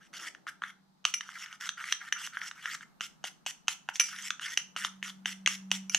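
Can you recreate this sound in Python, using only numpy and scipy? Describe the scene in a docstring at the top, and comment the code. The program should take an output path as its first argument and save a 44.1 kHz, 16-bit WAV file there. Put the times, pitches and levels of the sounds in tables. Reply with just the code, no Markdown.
"""Gritty scrapes and dull knocks: a steel spoon stirs thick, sugary paste in a glass jar.
The jar is held on a table in a small room, close to a camera's stereo microphone.
Sugar grains grind along the wall; taps on the side and jabs at the base excite glass resonances
that the paste cushions, and a few blows on bare glass ring. Behind the jar lies low room noise,
and a faint hum swells towards the end."""
import sys
import numpy as np
from scipy import signal
from scipy.fft import rfft, irfft, next_fast_len
from scipy.io import wavfile
from scipy.ndimage import uniform_filter1d, map_coordinates

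SR = 44100
rng = np.random.default_rng(int(sys.argv[2]) if len(sys.argv) > 2 else 0)


def inscribe(sig):
    """Save sig as 16-bit PCM at rate SR to the path in sys.argv[1].

    A 1-D sig is mono; a 2-D sig holds one channel per row.
    Samples are clipped to [-1, 1] before scaling.
    """
    pcm = np.round(np.clip(np.atleast_2d(sig).T, -1, 1) * 32767)
    wavfile.write(sys.argv[1], SR, pcm.astype(np.int16))


N = 263718

# the spoon sweeps round the wall: start t/s, end t/s, pressure/dB, brightness/dB
SWEEPS = [(0, 0.074, -63, -4.5), (0.128, 0.184, -45.5, -1.5), (0.186, 0.287, -45.5, -2.5),
          (0.466, .5, -44, -3.5), (0.615, 0.71, -48.5, -9), (1.22, 1.323, -54.5, -4.5),
          (1.325, 1.449, -46, -4), (1.45, 1.56, -52.5, -7.5), (1.598, 1.681, -44, -1.5),
          (1.768, 1.928, -44, -5), (1.999, 2.092, -47, -8.5), (2.143, 2.221, -48, -10),
          (2.176, 2.272, -50, 3), (2.323, 2.398, -49, -6), (2.404, 2.491, -44.5, -2.5),
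          (2.545, 2.619, -51, -7.5), (2.617, 2.755, -45.5, -2), (2.807, 2.837, -51, -7),
          (3.933, 3.974, -67, 14.5), (4.08, 4.135, -47, -3), (4.127, 4.286, -47.5, 0),
          (4.405, 4.467, -42.5, -1), (4.458, 4.542, -47, 0), (5.91, 5.942, -54.5, 8)]
# the spoon jabs down to the base and crunches through sugar:
# t/s, low resonance f/Hz, strength/dB, hardness/dB, thud level/dB, crunch length/s, crunch level/dB
JABS = [(1.0518, 1360, -20.5, 2, -41.5, .06, -50.5), (3.0081, 1390, -31, -1.5, -51.5, 0.06, -45.5),
        (3.2402, 1410, -33, 0, -37, 0.046, -44.5), (3.4629, 1534, -34, 6, -39, 0.05, -44.5),
        (3.6816, 1460, -22.5, 3, -37.5, 0.055, -43.5), (3.8883, 1350, -32.5, -7.5, -36.5, 0.015, -48),
        (3.997, 1900, -23.5, 5.5, -43, 0.098, -48), (4.5739, 1890, -22, 1.5, -47, 0.031, -52),
        (4.7632, 1355, -32, -4, -49, 0.11, -44.5), (5.0274, 2030, -35, -6.5, -53, 0.079, -45),
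        (5.2575, 1745, -26.5, -1.5, -43.5, 0.076, -44.5), (5.4742, 1486, -20.5, 2.5, -48, 0.084, -44.5),
        (5.7152, 2090, -21.5, 3.5, -37, 0.059, -44.5), (5.9465, 1870, -20, 7, -39, 0.038, -51)]


def amp(db):
    """Decibels to gain."""
    return 10 ** (np.asarray(db) / 20)


def unit(x):
    """Scale to rms 1."""
    return x / np.sqrt(np.mean(x ** 2) + 1e-20)


def along(points, hz):
    """Read (f/Hz, value) points on a log frequency axis."""
    freqs, values = np.transpose(points)
    return np.interp(np.log(hz + 1), np.log(freqs + 1), values)


def curve(rows):
    """Join (t/s, value) rows into one value per sample."""
    return np.interp(np.arange(N) / SR, *np.transpose(rows))


def wobble(rate):
    """A smooth random curve, rate knots a second."""
    knots = rng.standard_normal(int(N * rate / SR) + 4)
    return map_coordinates(knots, [np.arange(N) * rate / SR])


def filtered(x, response):
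    """Filter x by a gain given as a function of frequency."""
    size = next_fast_len(N + SR // 2)
    return irfft(rfft(x, size) * response(np.fft.rfftfreq(size, 1 / SR)), size)[..., :N]


def coloured(x, spectrum):
    """Shape x by (f/Hz, level/dB) points, then scale to rms 1."""
    return unit(filtered(x, lambda hz: amp(along(spectrum, hz))))


def fade(t, t60):
    """Exponential decay, 60 dB in t60 seconds."""
    return np.exp(-np.log(1000) * t / t60)


def add(track, s, sound):
    """Mix a sound into the track at s seconds."""
    start = max(round(s * SR), 0)
    part = track[start:start + len(sound)]
    part += sound[:len(part)]


def tilted(db, hardness_db, balance_db):
    """Levels of the low, middle and high resonance: harder contact tips them towards the treble."""
    return db + np.array(balance_db) + hardness_db * np.array([-1, 0, 1])


def pressure(crunch_hardness=0.5, ease_db_per_s=31, arch_db=-1, brighten_db_per_s=65):
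    """The sliding spoon's drive on each resonance: easing in a crunch, brightening in a sweep."""
    # low, middle and high resonance in a crunch and in a sweep: level/dB
    crunch_balance = [-6, 0.5, -1.5]
    sweep_balance = [-1.5, 1, -2.5]
    # how far the same three follow a sweep's brightness: factor
    bright_share = [-0.22, 1, 1.43]
    drive = np.zeros((3, N))

    def stroke(length, rise_s, release_s=0.0058):
        """The spoon bites and lets go: time from mid-stroke, and contact from 0 to 1."""
        t = np.arange(int((length + release_s) * SR)) / SR
        contact = np.clip(np.minimum(t / rise_s, (length - t) / release_s + .5), 0, 1)
        return t - length / 2, contact

    for s, _, _, hardness, _, length, db in JABS:
        t, contact = stroke(length, rise_s=0.0042)
        for band, level in zip(drive, tilted(db, crunch_hardness * hardness, crunch_balance)):
            add(band, s, amp(level - ease_db_per_s * t) * contact)  # the spoon comes to rest
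    for start, end, db, bright_db in SWEEPS:
        t, contact = stroke(end - start, rise_s=0.012)
        push = db + arch_db * (np.cos(np.pi * t / (end - start)) - 2 / np.pi)  # dips in mid-sweep
        brightness = bright_db + brighten_db_per_s * t  # the paste is wiped thinner
        for band, offset, share in zip(drive, sweep_balance, bright_share):
            add(band, start, amp(push + offset + share * brightness) * contact)
    return drive


def squelch(x, patchy_db=4.0, pocket_db=2.5, pocket_hz=1325, climb_hz_per_s=7000, width=0.2):
    """Paste covers and bares the wall at random; in a sweep an air pocket shrinks, rising in pitch."""
    hz, t, spectrum = signal.stft(x, SR, nperseg=256)
    patches = uniform_filter1d(rng.standard_normal(spectrum.shape), size=4, axis=0)
    gain_db = patchy_db * unit(uniform_filter1d(patches, size=8, axis=1))
    for start, end, *_ in SWEEPS:
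        inside = (t > start) & (t < end)
        pitch = pocket_hz + climb_hz_per_s * (t[inside] - start)
        peaks = sum(np.exp(-(np.log((hz[:, None] + 1) / (ratio * pitch)) / width) ** 2)
                    for ratio in (1, 3.4))  # the pocket's two resonances
        gain_db[:, inside] += pocket_db * (peaks - .5)
    return signal.istft(spectrum * amp(gain_db), nperseg=256)[1][:N]


def scrapes(grains_per_s=6000, size_db=4.5, smear=0.65, grind_db=-1, judder_db=0.73, fizz_db=-9.0):
    """Sugar grains crushed between steel and glass tick into the resonances while the spoon slides."""
    # the three wall resonances under a sliding spoon: f/Hz, relative level/dB
    low = [(100, -38), (520, -36.5), (800, -12), (1100, -5), (1380, 10.5), (1900, 0), (2300, -1),
           (3000, -38.5), (5000, -34)]
    middle = [(800, -81.5), (1900, -0.5), (2450, -8), (2800, 3.5), (3300, 2), (3900, -11), (4600, -11.5),
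              (7000, -53)]
    high = [(2500, -61.5), (4300, -14), (5400, 6.5), (6300, 4), (7000, -2), (7900, 0), (9500, -10.5),
            (10400, -3), (12000, -15), (14000, -18.5), (15300, -34.5)]
    # fizz of crushed sugar: f/Hz, relative level/dB
    fizz_colour = [(3000, -39), (5000, 7), (6200, 12.5), (8500, 2), (9700, 2.5), (10500, -12),
                   (12000, -5.5), (14000, -7.5), (15300, -40.5)]
    hits = rng.random(N) < grains_per_s / SR
    sizes = amp(size_db * np.minimum(rng.exponential(size=N), 5))
    ticks = unit(hits * sizes * rng.choice([-1, 1], N))
    grit = squelch(ticks + smear * rng.standard_normal(N))
    drive = pressure()
    crackle = amp(fizz_db + 4.5 * wobble(760))
    # the finest fizz scatters inside the jar and reaches each microphone differently
    out = crackle * drive[2] * coloured(rng.standard_normal((2, N)), fizz_colour)
    for push, colour in zip(drive, (low, middle, high)):
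        stick_slip = amp(grind_db + judder_db * wobble(170))
        out += stick_slip * push * coloured(grit, colour)
    return out


def rub():
    """A soft, low rubbing as the first stroke begins."""
    # swell of the rubbing: t/s, level/dB
    swell = [(0, -92), (.12, -67), (.22, -61.5), (.35, -67), (.6, -77), (.8, -110)]
    # its dull tone: f/Hz, relative level/dB
    colour = [(120, -32.5), (300, -1.5), (450, -11.5), (750, -7.5), (1500, -34.0), (4000, -68.0)]
    return amp(curve(swell)) * coloured(rng.standard_normal((2, N)), colour)


def background(hum_hz=191.4, waver_db=3.4, hiss_db=-75):
    """Room tone: low noise and faint hiss, with a wavering hum that swells late."""
    # course of the hum and of the low noise: t/s, level/dB
    hum_level = [(0, -70), (2.8, -80), (3.5, -78.5), (4.1, -68), (4.7, -67.5), (5, -55.5), (5.4, -51.5),
                 (5.98, -50.5)]
    rumble_level = [(0, -64.5), (.9, -69.5), (2.6, -65), (3.05, -62.5), (3.5, -65), (5.98, -61)]
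    # tone of the low noise and of the hiss: f/Hz, relative level/dB
    rumble_colour = [(25, -16), (60, -9.5), (115, -50.5), (140, 3.5), (185, 5), (240, -2.5), (350, -10),
                     (550, -15), (1200, -10), (4000, -32)]
    hiss_colour = [(25, -0.5), (100, 2.5), (500, -8), (850, 11.5), (1500, -30), (4000, -0.5), (9000, -16),
                   (14000, -32), (15500, -45)]

    def stereo_noise(colour):
        """Equal parts of mid and side noise."""
        mid, side = rng.standard_normal((2, N))
        return coloured(np.array([mid + side, mid - side]), colour)

    tone = np.sqrt(2) * np.sin(2 * np.pi * hum_hz * np.arange(N) / SR)
    hum = tone * amp(curve(hum_level) + waver_db * wobble(4.5))
    rumble = amp(curve(rumble_level) - 1) * stereo_noise(rumble_colour)
    return hum + rumble + amp(hiss_db) * stereo_noise(hiss_colour)


def damped(hz, t60, spread):
    """Three damped modes near hz, new for each point of contact, with the energy of 4 ms at rms 1."""
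    t = np.arange(SR // 20) / SR
    modes = hz * np.exp(spread * (np.linspace(-1, 1, 3) + .5 * rng.standard_normal(3)))
    ring = np.array([.5, 1, .5]) @ np.sin(2 * np.pi * (modes[:, None] * t + rng.random((3, 1))))
    ring = ring * fade(t, t60) * (1 - np.exp(-(t * hz) ** 2))  # swells within a cycle
    return ring * np.sqrt(.004 * SR / np.sum(ring ** 2))


def struck(db, hardness_db, balance_db, mid_growth=0.1, pivot_db=-38):
    """Levels of the three resonances in a blow: stronger blows favour the middle one."""
    return tilted(db, hardness_db, balance_db) + np.array([0, 1, 0]) * mid_growth * (db - pivot_db)


def knocks(blows, mid_hz, mid_spread, high_hz=6150, crack_db=-8):
    """Each blow (t/s, low f/Hz, three levels/dB) rings the paste-damped wall, with a dry crack."""
    # steel meeting glass: f/Hz, relative level/dB
    crack_colour = [(300, -20), (1500, 2.5), (4500, 5.5), (8000, -0.5), (10400, -11.5), (11500, -17.5),
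                    (14000, -22.5), (15300, -46.5)]
    t = np.arange(SR // 20) / SR
    wall, crack_envelope = np.zeros(N), np.zeros(N)
    for s, low_hz, (low_db, mid_db, high_db) in blows:
        add(wall, s, amp(low_db) * damped(low_hz, t60=0.0077, spread=0.12))
        add(wall, s, amp(mid_db) * damped(mid_hz, t60=0.012, spread=mid_spread))
        add(wall, s, amp(high_db) * damped(high_hz, t60=0.019, spread=0.05))
        add(crack_envelope, s, amp(high_db + crack_db) * 2 * fade(t, t60=0.03))
    return wall + crack_envelope * coloured(rng.standard_normal(N), crack_colour)


def high_passed(x, hz):
    """A small jar radiates little bass."""
    return signal.sosfilt(signal.butter(3, hz, btype="highpass", fs=SR, output="sos"), x)


def taps():
    """The spoon ticks on the side wall, where the middle resonance is higher and wider than in a jab."""
    # taps on the wall: t/s, low resonance f/Hz, strength/dB, hardness/dB
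    wall_taps = [(.3487, 1650, -46.5, -3.5), (0.4681, 1480, -46.5, -12), (.6203, 1460, -40, -10),
                 (0.6369, 1507, -35.5, -8.5), (1.1393, 2140, -28, 8.5), (1.2083, 1720, -32.5, 1.5),
                 (1.29, 1380, -46.5, -10), (1.4602, 1820, -43.5, -0.5), (1.5272, 1500, -40.5, 1.5),
                 (1.6102, 1570, -39, 0), (1.6907, 1560, -26.5, 4), (1.8407, 1800, -44, -12),
                 (1.9241, 1710, -20.5, 5), (2.1243, 1750, -23, -0.5), (2.2732, 1400, -38.5, -1),
                 (2.3706, 1620, -39.5, -12.5), (2.4156, 1870, -39.5, -8.5), (2.5122, 1580, -39, -2.5),
                 (2.6568, 1700, -34, -5.5), (2.7489, 1580, -37.5, 0.5), (2.8084, 1567, -48.5, -6),
                 (3.9564, 2180, -35, 7.5), (3.9612, 2240, -45.5, 13), (4.0089, 1907, -25, 5.5),
                 (4.1867, 1900, -38.5, -0.5), (4.3049, 1400, -25, 2), (4.3954, 1480, -39.5, -2.5),
                 (4.8478, 1506, -24.5, 0.5), (5.4611, 1960, -20, 1.5)]
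    # low, middle and high resonance in a tap: level/dB
    balance = [-1.5, -4.5, -10]
    blows = [(s, hz, struck(db, hardness, balance)) for s, hz, db, hardness in wall_taps]
    return high_passed(knocks(blows, mid_hz=3134, mid_spread=0.11), hz=940)


def jabs(graze_lead_s=0.009, graze_db=-31.5):
    """The spoon grazes the glass, then lands on the base, which thuds under the wall resonances."""
    # low, middle and high resonance in a jab: level/dB
    balance = [-4.5, -1, -7.5]
    landings = [(s, hz, struck(db, hardness, balance)) for s, hz, db, hardness, *_ in JABS]
    grazes = [(s - graze_lead_s, hz, levels + graze_db) for s, hz, levels in landings]
    out = knocks(landings + grazes, mid_hz=2845, mid_spread=0.069)
    for s, _, _, _, thud_db, *_ in JABS:
        add(out, s, amp(thud_db) * damped(hz=800, t60=0.0081, spread=0.061))
    return high_passed(out, hz=617)  # the base radiates lower than the curved wall


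def thumps(level_db=-54):
    """Each jab pushes the jar on the table, which gives a short, low thump."""
    t, out = np.arange(SR // 20) / SR, np.zeros(N)
    taper = np.cos(np.pi / 2 * t / t[-1])
    for s, *_ in JABS:
        add(out, s, amp(level_db) * damped(hz=270, t60=0.0061, spread=.3) * taper)
    return out


def free_ring(t, spread_db=1):
    """Jar and spoon ring clear of the paste, the modes at slightly new strengths each time."""
    # free modes of jar and spoon: f/Hz, level/dB, t60/s
    modes = [(1390, -18, .15), (2345, -7, .25), (2810, -13, .12), (4340, -28, .25), (5200, -21, .15),
             (5770, -7, .24), (5925, 0, .17), (6240, -12, .15), (7990, -26, .2), (10300, -21, .2),
             (10520, -18, .2), (13400, -27, .25)]
    return sum(amp(db + spread_db * rng.standard_normal()) * np.sin(2 * np.pi * hz * t) * fade(t, t60)
               for hz, db, t60 in modes)


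def clinks(chatter_t60=0.026, attack_s=0.00033, rough_db=4):
    """The spoon chatters on bare glass and leaves a thin ring, unsteady as the spoon slides on."""
    # blows on bare glass: t/s, chatter level/dB, ring level/dB
    blows = [(1.1404, -19.5, -38), (1.922, -40.5, -54.5), (2.127, -23.5, -77), (3.999, -9.5, -30),
             (4.016, -21, -54), (4.575, -21.5, -52.5), (5.8964, -23.5, -46)]
    t, out = np.arange(SR // 2) / SR, np.zeros(N)
    onset = 1 - np.exp(-t / attack_s)
    for s, chatter_db, ring_db in blows:
        chatter = amp(chatter_db) * fade(t, chatter_t60)
        tail = amp(ring_db) * amp(rough_db * wobble(67)[:len(t)])
        add(out, s, free_ring(t) * (chatter + tail) * onset)
    return out


def room(x, late_db=-16, near_db=-7.0, near_t60=0.18, build_s=0.022):
    """Nearby table and hands reflect at once; the small room's walls follow with a short tail."""
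    # decay of the tail: f/Hz, t60/s
    decay = [(200, 0.33), (1000, 0.33), (3000, 0.32), (6000, 0.34), (10000, 0.27), (14000, 0.027)]
    # tone of the reflections: f/Hz, relative level/dB
    colour = [(200, -2), (500, -6), (1200, -1.5), (3000, -1.5), (6000, 0), (9000, 2), (13000, 4)]
    # left and right are less alike in the treble: f/Hz, correlation
    likeness = [(300, 1), (1300, 0.56), (3000, 0.44), (6000, 0), (10000, 0)]
    t = np.arange(SR // 2) / SR
    hz, frames, (mid, side) = signal.stft(rng.standard_normal((2, len(t))), SR, nperseg=256)
    angle = np.arccos(np.clip(along(likeness, hz), 0, 1))[:, None] / 2
    mid, side = mid * np.cos(angle), side * np.sin(angle)
    spectrum = np.array([mid + side, mid - side]) * amp(along(colour, hz))[:, None]
    waveform = lambda z: signal.istft(z, SR, nperseg=256)[1][:, :len(t)]
    late = waveform(spectrum * fade(frames, along(decay, hz)[:, None])) * np.clip(t / build_s, 0, 1)
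    near = waveform(spectrum)[:, ::-1] * fade(t, near_t60) * (t > .001)  # reversed: unlike the tail
    response = amp(late_db) * late / np.linalg.norm(late[0])
    response += amp(near_db) * near / np.linalg.norm(near[0])
    return signal.fftconvolve(x, response, axes=1)[:, :N]


def microphones(hz):
    """The camera's two microphone ports hear the treble at different levels and phases."""
    # level gap between the ports: f/Hz, left minus right level/dB
    level_gap = [(1800, 0), (2250, 2), (2800, -1), (4300, .5), (6200, -2.5), (8000, -1), (9000, 5),
                 (11000, 1.5), (14000, 7)]
    # phase gap between the ports: f/Hz, phase/rad
    phase_gap = [(1000, .15), (3700, .25), (5800, .5), (7600, .6), (9200, 1.3), (11700, .8), (14000, 1.1)]
    half = np.array([[.5], [-.5]])
    return amp(half * along(level_gap, hz)) * np.exp(1j * half * along(phase_gap, hz))


def scene(linger_db=-70):
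    """The jar close to the microphones, room tone behind; the glass rings faintly after contact."""
    contact = jabs() + taps() + scrapes()
    ring = free_ring(np.arange(SR // 2) / SR)
    linger = amp(linger_db) * signal.fftconvolve(contact.mean(axis=0), ring)[:N]
    jar = contact + linger + clinks() + thumps()
    return filtered(jar + room(jar), microphones) + rub() + background()


def record(dry):
    """The camera rolls off the highest treble and keeps nothing above its band limit."""
    rolloff_hz, limit_hz = 14700, 15900
    return filtered(dry, lambda hz: (hz < limit_hz) / np.sqrt(1 + (hz / rolloff_hz) ** 50))


dry = scene()
out = record(dry)
inscribe(out)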